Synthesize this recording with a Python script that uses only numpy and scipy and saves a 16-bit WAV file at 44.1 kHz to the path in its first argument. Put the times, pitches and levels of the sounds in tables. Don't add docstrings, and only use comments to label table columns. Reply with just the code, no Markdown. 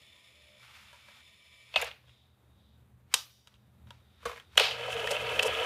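import sys
import numpy as np
from scipy import signal
from scipy.fft import rfft, irfft, next_fast_len
from scipy.io import wavfile

SR = 44100
rng = np.random.default_rng(int(sys.argv[2]) if len(sys.argv) > 2 else 0)


def bounce(signal):
    frames = np.transpose(np.atleast_2d(signal))
    limited = np.clip(frames, -1, 1)
    pcm = np.round(limited * 32767).astype(np.int16)
    wavfile.write(sys.argv[1], SR, pcm)


def linear_from_db(decibels):
    return 10 ** (np.asarray(decibels, float) / 20)


N = 249517

# start in seconds, peak in dB, case thud in dB, bright crack in dB, contact time in ms.
FINGERS = [
    (0.929, -58, -61.5, -63, 30),
    (1.0847, -60, -60, -74, 16),
    (2.075, -63, -74.5, -86, 20),
    (3.473, -41, -57, -54, 2.75),
    (3.48, -50, -74, -60, 2.4),
    (3.541, -58.5, -87.5, -78, 21),
    (3.871, -59, -60, -72, 3.8),
    (3.9063, -35.5, -51, -65, 4),
]
LEVER = [(1.7402, -29, -41.5, -65.5, 2.8), (1.7592, -10.5, -24, -32.5, 2.86),
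         (1.7625, -10, -37.5, -45.5, 1.4), (1.766, -19, -30, -41.5, 0.93),
         (1.7675, -27.5, -25.5, -53.5, 0.7), (1.7735, -28.5, -39, -52, 1.4),
         (1.799, -50.5, -54, -55.5, 1.4), (1.8150, -36, -36, -40, 2.3), (1.8222, -36, -31, -36, 1.9),
         (1.8265, -41, -27, -39, 1.3), (1.8435, -44, -38, -40, 4.2), (1.868, -48, -42, -43, 2.2)]
PAWL = [
    (1.8165, -29.5, -45, -50, 2),
    (1.9135, -39, -65, -68, 1.1),
    (2.04, -72, -61, -90, 6),
    (2.082, -64, -68, -88, 7.3),
    (2.094, -59, -71, -88, 8),
    (3.54, -71, -80, -85, 8),
    (3.556, -68, -80, -85, 6),
    (4.3985, -40, -62, -59, 1.4),
]
LATCH = [(1.8218, -15.5, -45, -60, 1.2), (1.8245, -26, -48, -60, 1.5), (4.2285, -59.5, -57, -70, 9),
         (4.2542, -28.5, -32.5, -36.5, 6.8), (4.2603, -37.5, -33.5, -40.5, 3.4),
         (4.2674, -34.5, -44, -57, 4.2), (4.2944, -41, -41, -49.5, 9.4), (4.3147, -33.5, -42, -48.5, 4),
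         (4.33, -46, -44.5, -58, 3.3), (4.3595, -40.5, -51.5, -58, 4), (4.3705, -39.5, -53.5, -51, 3.4),
         (4.3765, -38, -53.5, -54, 2.2), (4.399, -43, -62, -51, 2), (4.405, -50, -57, -62, 1.5),
         (4.7, -48, -66, -72, 2)]
SWITCH = [
    (3.1398, -22.5, -35.5, -17.5, 2.24),
    (3.141, -17, -43.5, -16, 2.7),
    (3.1428, -20, -41, -30, 1.2),
    (3.146, -27.5, -46.5, -34.5, 4.9),
    (3.162, -44.5, -51, -47.5, 4),
    (3.188, -48.5, -57, -49, 5),
]
CLUTCH = [(4.556, -44, -40, -53, 2.6), (4.5722, -35, -30, -26, 3.7), (4.5752, -30, -27, -11, 0.76),
          (4.5761, -4.5, -29, -33.5, 1.3), (4.5785, 0, -26, -21, 1.2), (4.5976, -7, -35, -15, 0.69),
          (4.5996, -10, -14.5, -28, 0.7), (4.6115, -22, -23, -40, 1), (4.627, -25, -32, -39.5, 0.82),
          (4.6363, -24, -26.5, -33, 1.8), (4.664, -27, -44, -38, 0.97), (4.672, -26, -40, -38, 1),
          (4.711, -25, -35, -42, 0.95), (4.722, -31, -40, -46, 0.77)]
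REEL = [(4.803, -40, -44, -71, 2.6), (4.8095, -26, -32, -66, 2), (4.858, -37, -31, -66, 1.4),
        (4.88, -36, -25, -47, 1.4), (4.9047, -29.5, -48, -49.5, 1.5), (4.928, -23, -45, -62, 1.5),
        (4.966, -25, -35, -55, 2.3), (4.996, -25, -33.5, -55, 2), (5.027, -35, -21, -60, 2.6),
        (5.043, -25, -30, -60, 1.5), (5.0725, -34, -32, -45, 1.8), (5.108, -36, -28, -28.5, 6.9),
        (5.1125, -25, -35, -27, 4.2), (5.117, -30, -24, -43, 2.8), (5.152, -23.5, -50, -49, 1.9),
        (5.166, -23, -39, -40, 1.8), (5.2135, -43, -29, -55, 1.8), (5.2714, -28, -42, -55, 1.8),
        (5.292, -24.5, -31, -57, 3), (5.298, -30, -28, -55, 2.2), (5.322, -40, -24, -55, 4.1),
        (5.362, -31, -25, -60, 2), (5.3922, -13, -21.5, -40, 2.05), (5.3985, -22, -26, -45, 1.5),
        (5.4258, -22, -30, -23, 3), (5.43, -24, -47, -22, 3.8), (5.45, -38, -23.5, -50, 3),
        (5.481, -25, -36, -40, 2.8), (5.54, -32, -38, -55, 1.5), (5.55, -23, -46, -53, 1.6),
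        (5.5702, -27.5, -37, -50, 1.5), (5.588, -25, -43, -50, 1.5), (5.5986, -22, -36, -45, 2.1),
        (5.63, -35, -35, -51, 2)]
KNOCKS = [
    (5.0722, -26, -25, -50, 1.4),
    (5.0742, -19, -25.5, -55, 1.3),
    (5.395, -5.5, -26.5, -50, 0.84),
    (5.4285, -24, -34, -34, 2.2),
]

# start in seconds, level in dB, sharpness in Hz.
BENCH_BLOWS = [
    (1.765, -60.5, 402),
    (1.827, -57.5, 91),
    (3.141, -68, 500),
    (4.257, -55.5, 294),
    (4.578, -66, 201),
]
# start in seconds, level in dB.
TINKLES = [
    (1.7975, -43),
    (1.8148, -30),
    (1.8174, -29),
    (1.8225, -31),
    (1.825, -33),
    (1.8435, -41),
    (1.846, -38),
]
# start in seconds, level in dB, first note in Hz, last note in Hz, length in seconds.
WHIPS = [
    (1.8186, -28.5, 2500, 700, 0.00815),
    (5.144, -33, 3190, 1490, 0.038),
    (5.478, -46, 2993, 1510, .03),
]

# time at full level in seconds, level in dB, rise in seconds per 20 dB, hold in seconds,
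# fall in seconds per 20 dB.
PLAY = [
    (0, -60.5, .3, 1.78, .13),
    (2.1, -70, 0.16, 0.029, 0.22),
]
IDLER_HUM = [
    (0, -82.5, .3, 0.76, .1),
    (.49, -75, 0.29, 0.082, 0.014),
]
HANDS = [(.63, -64, 0.055, 0.039, 0.16), (.77, -58.5, 0.11, 0.015, 0.21), (1.08, -63.5, 0.99, 0.13, 0.024),
         (1.74, -56, 0.028, .001, 0.023), (2.08, -79, 0.092, .01, .25), (3.128, -54, 0.03, .001, 0.05),
         (3.47, -77, 0.046, 0.092, .07), (3.875, -70, 0.017, 0.078, 0.11),
         (4.232, -63.5, 0.026, 0.008, 0.022), (4.265, -46.5, 0.0095, 0.017, 0.085),
         (4.38, -58.5, 0.27, 0.013, 0.065), (4.57, -52.5, 0.057, .001, .025)]
SLIP = [
    (1.745, -53, .005, .001, 0.089),
    (1.785, -44.5, .02, 0.022, .03),
    (1.826, -39, 0.079, 0.0025, 0.04),
    (1.865, -44, 0.055, 0.014, 0.086),
]
WHINE = [
    (2.1, -70.5, .13, 0.12, 0.23),
    (2.6, -74.5, .2, 0.14, 0.15),
    (3.55, -82.5, .5, 0.0087, 0.39),
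    (4.15, -72.5, .45, 0.47, 0.32),
]
SWITCH_TAIL = [
    (3.15, -40.5, .002, .03, 0.088),
    (3.27, -62.5, .1, 0.0394, 0.26),
]
BELT_SKID = [
    (4.582, -29.5, 0.0038, 0.021, 0.013),
    (4.606, -28, 0.0099, 0.059, 0.022),
    (4.685, -36, 0.018, 0.035, 0.068),
]
FLANGE = [
    (4.9, -54.5, -0.6, 0.045, -0.3),
    (5.05, -67, 0.5, 0.017, 0.3),
    (5.13, -57, 0.11, 0.032, 0),
    (5.31, -61, -0.48, 0.0079, -2.2),
    (5.45, -50.5, -1.9, 0.028, 0),
    (5.63, -57.5, -1.5, .03, .1),
]

# pitch in Hz, width in Hz, level in dB.
CASE = [(428.5, 23, 1), (463.2, 22.3, 7.5), (500, 42, 3.5), (597, 51, 0.5), (677, 35, -3.5),
        (746, 11.3, 1.5), (955, 60, -5)]
PANEL = [(1280, 130, -2.5), (1667, 104, -3.5), (2085, 270, -7), (2492, 64, -2), (2639, 46, 2),
         (3030, 110, 1.5), (3350, 110, -5), (3700, 190, -12), (4360, 840, -20)]
BRAKE_CASE = [(490, 56, -0.5), (650, 70, 1.5), (755, 92, -2), (1000, 160, -6)]
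BRAKE_ARM = [(1240, 100, -12), (2084, 400, -13.5), (2535, 39, 1), (2580, 50, 5.5), (2840, 47, 1.5),
             (3080, 74, -3.5), (3365, 270, -8.5), (3700, 140, -10.5), (4400, 330, -16.5)]
CLUTCH_ARM = [(1290, 630, -8.5), (2040, 170, -4), (2786, 160, 2.5), (3330, 120, 2.5), (3680, 310, -10),
              (4080, 240, -9)]
LATCH_ARM = [(1644, 78, 2), (1870, 80, -6.5), (2160, 98, -1.5), (2470, 90, -7), (2725, 73, -10.5),
             (3050, 90, -4), (3500, 120, -8), (3710, 150, -10)]
KNOB = [(472, 56, 3), (654, 130, -6.5), (1015, 110, 0), (1155, 78, 1), (1300, 170, -5), (1650, 220, -8)]
SWITCH_BODY = [(1240, 900, -4.5), (1950, 32, -7.5), (2770, 860, -2.5), (3310, 280, 4.5), (3787, 200, 5),
               (4084, 51, -26), (4510, 190, -13.5)]
SWITCH_RING = [(1200, 70, -5), (1550, 56, -7), (2640, 90, -8), (2993, 80, -2), (3720, 170, -1.5),
               (4630, 120, -2.5), (4930, 300, -4), (5640, 200, -3.5), (5920, 120, -3.5), (6600, 300, -9),
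               (8400, 2500, -18)]
FACE_PLATE = [(602, 91, -1.5), (895, 70, -9), (960, 61, 3), (1360, 200, -4.5), (1640, 90, -1)]
HUB = [(1360, 100, -5), (2010, 230, -10.5), (2500, 87, -1.5), (2620, 89, 2.5), (2970, 266, -0.5),
       (3490, 300, -6.5), (4120, 400, -21.5)]
KNOCK_CASE = [(480, 90, -2), (1350, 140, -6), (1844, 75, 2.5)]
KNOCK_HUB = [(2450, 160, -2), (2686, 78, 3.5), (3020, 210, -2.5), (3630, 300, -9.5), (4500, 240, -16)]
SPRING = [(6920, 200, -7), (7320, 150, -10.5), (9140, 250, -8.5), (11020, 250, -2.5), (12400, 400, -8.5),
          (14200, 400, -11.5), (15500, 300, -12)]
CAPSTAN = [(676, 20, -13), (1040, 20, -21), (1210, 76, -8), (1840, 37, -1.5), (2160, 72, -7),
           (3230, 28, -1), (3510, 280, 0), (4405, 38, -18), (4950, 31, -9), (5290, 240, -8.5),
           (6950, 240, -11), (8390, 52, -33), (9100, 210, -15.5), (10480, 130, -13)]
MOTOR_TONES = [(660, 10, -6), (1000, 12, -6), (1843, 10, -8), (2313, 8, .5), (3033, 30, -4),
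               (3541, 10, -.5), (4400, 14, -8)]
IDLER = [(597, 9, 0), (524, 9, -1.5)]
BENCH = [(65.4, 9.3, 7), (80, 11, -1), (120, 20, -8.5), (206, 35, -3.5), (251.2, 18, -3), (330, 38, -12.5)]
AIR_DUCT = [(64.7, 35, -13.5), (76.7, 9.9, 0), (120.7, 2.7, 4), (188, 75, -14.5), (214, 16, -7.5),
            (247, 7.6, -17)]
LAMP_WHINE = [(3740, 240, 5), (3040, 610, -7.5), (4540, 270, -11.5)]

# frequency in Hz, density in dB per Hz.
HISS = [(160, -30), (280, -5), (900, -9.5), (2750, -19.5), (3730, -21.5), (5240, -30), (12200, -25.5),
        (16000, -28)]
RUSTLE = [(400, -32.5), (900, -3.5), (1400, -3), (2500, -1.5), (4000, -8), (8000, -19), (15000, -22.5)]
SWISH = [(2350, -32), (4000, -21), (5350, -2.5), (8210, -6.5), (10400, -7.5), (11500, -14), (16000, -18)]
PLAY_BED = [(300, -26), (598, -9), (826, -41.5), (1560, -20.5), (2290, -0.5), (5350, -21), (10500, -23.5),
            (16000, -30.5)]
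SLIP_COLOUR = [(220, -42.5), (424, -4), (745, -6.5), (1900, -5), (2520, 0.5), (4430, -12), (7670, -28.5),
               (16000, -43.5)]
BELT_COLOUR = [(220, -42.5), (500, -4), (1000, -7), (1900, -9), (2600, 0.5), (4600, -6.5), (6000, -18),
               (16000, -42)]

# frequency in Hz, t60 in seconds, level in dB.
ROOM = [(500, 0.23, -29), (1030, 0.19, -22), (1860, 0.36, -33), (4300, 0.34, -28), (6500, 0.23, -27.5),
        (8995, 0.22, -29), (12900, 0.51, -31.5)]
# time in seconds, gain in dB.
GAIN = [(0, -6.5), (.4, -9), (1.6, -8.5), (1.95, -2), (2.2, -7), (2.5, 0), (3.15, -3), (3.35, -8.5),
        (3.85, 2), (4.15, -2), (4.6, 2), (5.05, 7), (5.45, 8), (5.66, 1.5)]

WIND_START_S, RUN_UP_S, TURN_S, HEAVIEST_S = 4.566, 0.39, 0.327, 5.135
ECCENTRIC = 0.21
CASE_DB, CASE_SWELL_DB = -33.5, 2.4
PANEL_DB, PANEL_SWELL_DB, PANEL_LAG_S = -35, 1, 0.0035
SWISH_DB, AIR_DB = -57, -52
RUMBLE_DB, HISS_DB = -58, -72.5
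HISS_FOLLOWS, PLAY_FOLLOWS = 0.51, 0.6
CHATTER = 0.72
LATE_TAIL_DB, LATE_STRETCH = -16, 2.2
SWITCH_ROOM_DB = -1.5
OVERLOAD = 0.72


def rms_one(x):
    return x / np.sqrt(np.mean(x ** 2) + 1e-20)


def automatic_gain_db():
    s, db = np.transpose(GAIN)
    return np.interp(np.arange(N) / SR, s, db)


def drift(rate):
    r = np.exp(-2 * np.pi * rate / SR)
    noise = rng.standard_normal(N + SR)
    return rms_one(signal.lfilter([1], [1, -2 * r, r * r], noise)[SR:])


def coloured(x, spectrum):
    hz, db = np.transpose(spectrum)
    size = next_fast_len(N)
    bins = np.fft.rfftfreq(size, 1 / SR) + 1
    gain = linear_from_db(np.interp(np.log(bins), np.log(hz), db, left=-70, right=-70))
    return rms_one(irfft(rfft(x, size) * gain, size)[:N])


def resonate(x, peaks):
    out, power = 0, 0
    for k, (hz, width, db) in enumerate(peaks):
        r = np.exp(-np.pi * width / SR)
        gain = (-1) ** k * linear_from_db(db) * (1 - r * r) / 2
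        poles = [1, -2 * r * np.cos(2 * np.pi * hz / SR), r * r]
        out = out + signal.lfilter([gain, 0, -gain], poles, x + 1e-18)
        power += linear_from_db(db) ** 2 * (1 - r * r) / 2
    return out / np.sqrt(power)


def shifting(x, peaks, swing_db, rate):
    out = 0
    for k, peak in enumerate(peaks):
        gain = (-1) ** k * linear_from_db(peak[2] + swing_db * drift(rate)) * np.sqrt(peak[1])
        out = out + gain * resonate(x, [peak])
    return rms_one(out)


def steep(x, hz, kind, order=4):
    return signal.sosfilt(signal.butter(order, hz, kind, fs=SR, output="sos"), x)


def strokes(rows):
    t = np.arange(N) / SR
    total = 0
    for s, db, rise, hold, fall in rows:
        before = np.maximum(s - t, 0) / max(rise, .002)
        after = np.maximum(t - s - hold, 0) / max(fall, .002)
        total = total + linear_from_db(db - 20 * before - 20 * after)
    return total


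def grains(per_s, spread_db, smooth):
    sizes = linear_from_db(spread_db * np.minimum(rng.exponential(1, N), 4)) * rng.choice([-1, 1], N)
    clicks = rms_one(sizes * (rng.random(N) < per_s / SR))
    return rms_one(clicks + smooth * rng.standard_normal(N))


def throb(hz, depth, wander):
    turns = np.cumsum(hz * (1 + wander * drift(2.0))) / SR
    return 1 + depth * np.cos(2 * np.pi * turns)


def contacts(table, case, body, case_db, body_db, crack_db, damping):
    bursts, noise = np.zeros((3, N)), rng.standard_normal((3, N))
    after = np.arange(SR // 16) / SR
    for s, peak_db, thud_db, bright_db, contact_ms in table:
        at = round(s * SR)
        dying = np.exp(-after * 1000 / max(contact_ms, .2))[:N - at]
        end = at + len(dying)
        rattle = CHATTER * dying * noise[:, at:end]
        rattle[:2, 0] = np.sqrt(np.sum(dying ** 2))
        bursts[:, at:end] += linear_from_db([[thud_db], [peak_db], [bright_db]]) * rattle
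    thud, knock, crack = bursts
    held = [1, damping, 1]
    thud = linear_from_db(case_db) * resonate(thud, np.multiply(case, held))
    knock = linear_from_db(body_db) * resonate(knock, np.multiply(body, held))
    crack = steep(steep(crack, 2500, "high", order=2), 8200, "low", order=2)
    return thud + knock + linear_from_db(crack_db + 1.5) * crack


def wind_speed():
    return 1 - np.exp(-np.maximum(np.arange(N) / SR - WIND_START_S, 0) / RUN_UP_S)


def load(lag_s):
    angle = 2 * np.pi * (np.arange(N) / SR - HEAVIEST_S - lag_s) / TURN_S
    return np.cos(2 * angle) + ECCENTRIC * np.cos(angle)


def room_tone():
    gain_db = automatic_gain_db()
    rumble = steep(resonate(rng.standard_normal(N), AIR_DUCT), 230, "low", order=3)
    rumble = rumble * linear_from_db(RUMBLE_DB + gain_db + 2.0 * drift(3.7))
    hiss_level = linear_from_db(HISS_DB + HISS_FOLLOWS * gain_db) + linear_from_db(AIR_DB) * wind_speed() ** 2
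    hiss = coloured(rng.standard_normal(N), HISS) * hiss_level * linear_from_db(0.96 * drift(10))
    whine = resonate(rng.standard_normal(N), LAMP_WHINE) * strokes(WHINE)
    return rumble + hiss + whine


def playing():
    rolling = throb(63.0, 0.17, 0.021) * rng.standard_normal(N)
    whirr = resonate(rolling, CAPSTAN) + linear_from_db(0.5) * coloured(rng.standard_normal(N), PLAY_BED)
    whistle = rms_one(resonate(resonate(rng.standard_normal(N), MOTOR_TONES), MOTOR_TONES))
    transport = whirr * strokes(PLAY) + linear_from_db(-2.0) * whistle * strokes(PLAY[:1])
    return transport * linear_from_db(PLAY_FOLLOWS * automatic_gain_db() + 0.97 * drift(24))


def idler():
    hum = resonate(resonate(rng.standard_normal(N), IDLER), IDLER)
    return rms_one(hum) * strokes(IDLER_HUM)


def hands():
    rub = grains(3000, 1.7, 7.1)
    plate = linear_from_db(-11) * resonate(rub, FACE_PLATE[1:])
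    return (coloured(rub, RUSTLE) + plate) * strokes(HANDS) * linear_from_db(1.4 * drift(35))


def fingers():
    return contacts(FINGERS, FACE_PLATE, SWITCH_BODY, 3.8, -8.0, 4.94, damping=0.59)


def workshop(x):
    room_hz, t60, room_db = np.transpose(ROOM)
    tail, white, fill = 0, rng.standard_normal((2, N)), np.exp(-1 / (0.0016 * SR))
    for k, hz in enumerate(400 * 2 ** np.arange(.25, 5.3, .5)):
        edges = [hz / 2 ** .25, hz * 2 ** .25]
        keep = linear_from_db(-120 / (np.interp(hz, room_hz, t60) * SR))
        energy = signal.lfilter([1 - fill], [1, -fill], steep(x, edges, "band", order=1) ** 2)
        early = signal.lfilter([1 / SR], [1, -keep], energy)
        late = signal.lfilter([linear_from_db(2 * LATE_TAIL_DB) / SR], [1, -keep ** (1 / LATE_STRETCH)], energy)
        noise = rms_one(steep(white[k % 2], edges, "band", order=2))
        tail = tail + linear_from_db(np.interp(hz, room_hz, room_db) + 30) * np.sqrt(early + late) * noise
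    return tail


def lever():
    return contacts(LEVER, BRAKE_CASE, BRAKE_ARM, 2.2, -1.5, 3.5, damping=0.9)


def slipping():
    skid, grip = grains(5000, 1.3, 1.5), linear_from_db(1.4 * drift(60))
    brakes = coloured(skid, SLIP_COLOUR) * strokes(SLIP)
    belt = coloured(skid, BELT_COLOUR) * strokes(BELT_SKID)
    return (brakes + belt) * grip


def bench():
    push = np.zeros(N)
    for s, db, sharp_hz in BENCH_BLOWS:
        blow = np.hanning(round(SR / sharp_hz))
        push[round(s * SR):][:len(blow)] += linear_from_db(db + 40) * blow / blow.sum()
    return steep(resonate(push, BENCH), 48, "high", order=3)


def spring():
    out = 0
    for mode in SPRING:
        clicks = np.zeros(N)
        for s, db in TINKLES:
            clicks[round(s * SR)] = linear_from_db(db + 9 + 3.3 * rng.standard_normal())
        out = out + linear_from_db(mode[2]) * resonate(clicks, [mode])
    return out


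def pawl():
    return contacts(PAWL, KNOB, CLUTCH_ARM, 0.1, 0.1, 0.1, damping=1.7)


def whips():
    out, rough = np.zeros(N), drift(300)
    for s, db, start_hz, end_hz, length in WHIPS:
        share = np.arange(round(length * SR)) / round(length * SR)
        phase = 2 * np.pi * np.cumsum(start_hz + (end_hz - start_hz) * share ** 1.5) / SR
        at = round(s * SR)
        end = at + len(share)
        out[at:end] += linear_from_db(db) * np.sin(np.pi * share) * np.sin(phase) * (.6 + 0.72 * rough[at:end])
    return out


def latch():
    return contacts(LATCH, KNOB, LATCH_ARM, 4.4, -7.0, 1.8, damping=0.6)


def switch():
    return contacts(SWITCH, KNOB, SWITCH_BODY, -0.5, 0.37, 5.9, damping=1.0)


def switch_tail():
    air = rng.standard_normal(N)
    full_ring = resonate(air, SWITCH_RING) * strokes(SWITCH_TAIL[:1])
    return full_ring + resonate(air, SWITCH_RING[3:]) * strokes(SWITCH_TAIL[1:])


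def clutch():
    return contacts(CLUTCH, CASE, CLUTCH_ARM, 3.9, -0.48, 1.3, damping=1.92)


def fast_wind():
    speed, wheel = wind_speed(), throb(44.26, 0.068, 0.0307)
    case_level = linear_from_db(CASE_DB + CASE_SWELL_DB * load(0) + 1.1 * drift(23))
    case = resonate(wheel * grains(4000, 1.5, 2.5), CASE) * case_level
    rush = linear_from_db(-12.5) * coloured(wheel * grains(4400, 2.3, 1.5), SLIP_COLOUR)
    panel = shifting(wheel * grains(3500, 1.5, 1.6), PANEL, swing_db=1.0, rate=23)
    panel_level = linear_from_db(PANEL_DB + PANEL_SWELL_DB * load(PANEL_LAG_S) + 0.96 * drift(41))
    swish_level = (speed * linear_from_db(SWISH_DB) + strokes(FLANGE)) * linear_from_db(3.2 * drift(24))
    swish = coloured(grains(4100, 2.3, 2.3), SWISH) * swish_level
    return speed * (case + (panel + rush) * panel_level) + swish


def reel():
    return contacts(REEL, CASE, HUB, 0.88, -2.7, 1.3, damping=1.24)


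def knocks():
    return contacts(KNOCKS, KNOCK_CASE, KNOCK_HUB, 0.1, -3.0, 0.1, damping=1.4)


def scene():
    snap = switch()
    hits = fingers() + lever() + spring() + latch() + snap + clutch() + reel()
    echo = workshop(hits - (1 - linear_from_db(SWITCH_ROOM_DB)) * snap)
    deck = hits + echo + slipping() + whips() + fast_wind()
    deck = steep(deck, 395, "high", order=6)
    dry_hits = steep(pawl() + switch_tail() + knocks(), 460, "high", order=6)
    quiet = room_tone() + playing() + idler() + hands() + bench()
    return (deck + quiet + dry_hits)[None]


def band_limit(x):
    return signal.sosfilt(signal.butter(12, 16480, fs=SR, output="sos"), x)


def record(dry):
    excess = dry - OVERLOAD * np.tanh(dry / OVERLOAD)
    rounded = dry - steep(excess, 400, "high")
    top_cut = signal.cheby2(12, 70, 16500, fs=SR, output="sos")
    return band_limit(signal.sosfilt(top_cut, rounded))


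dry = scene()
out = record(dry)
bounce(out)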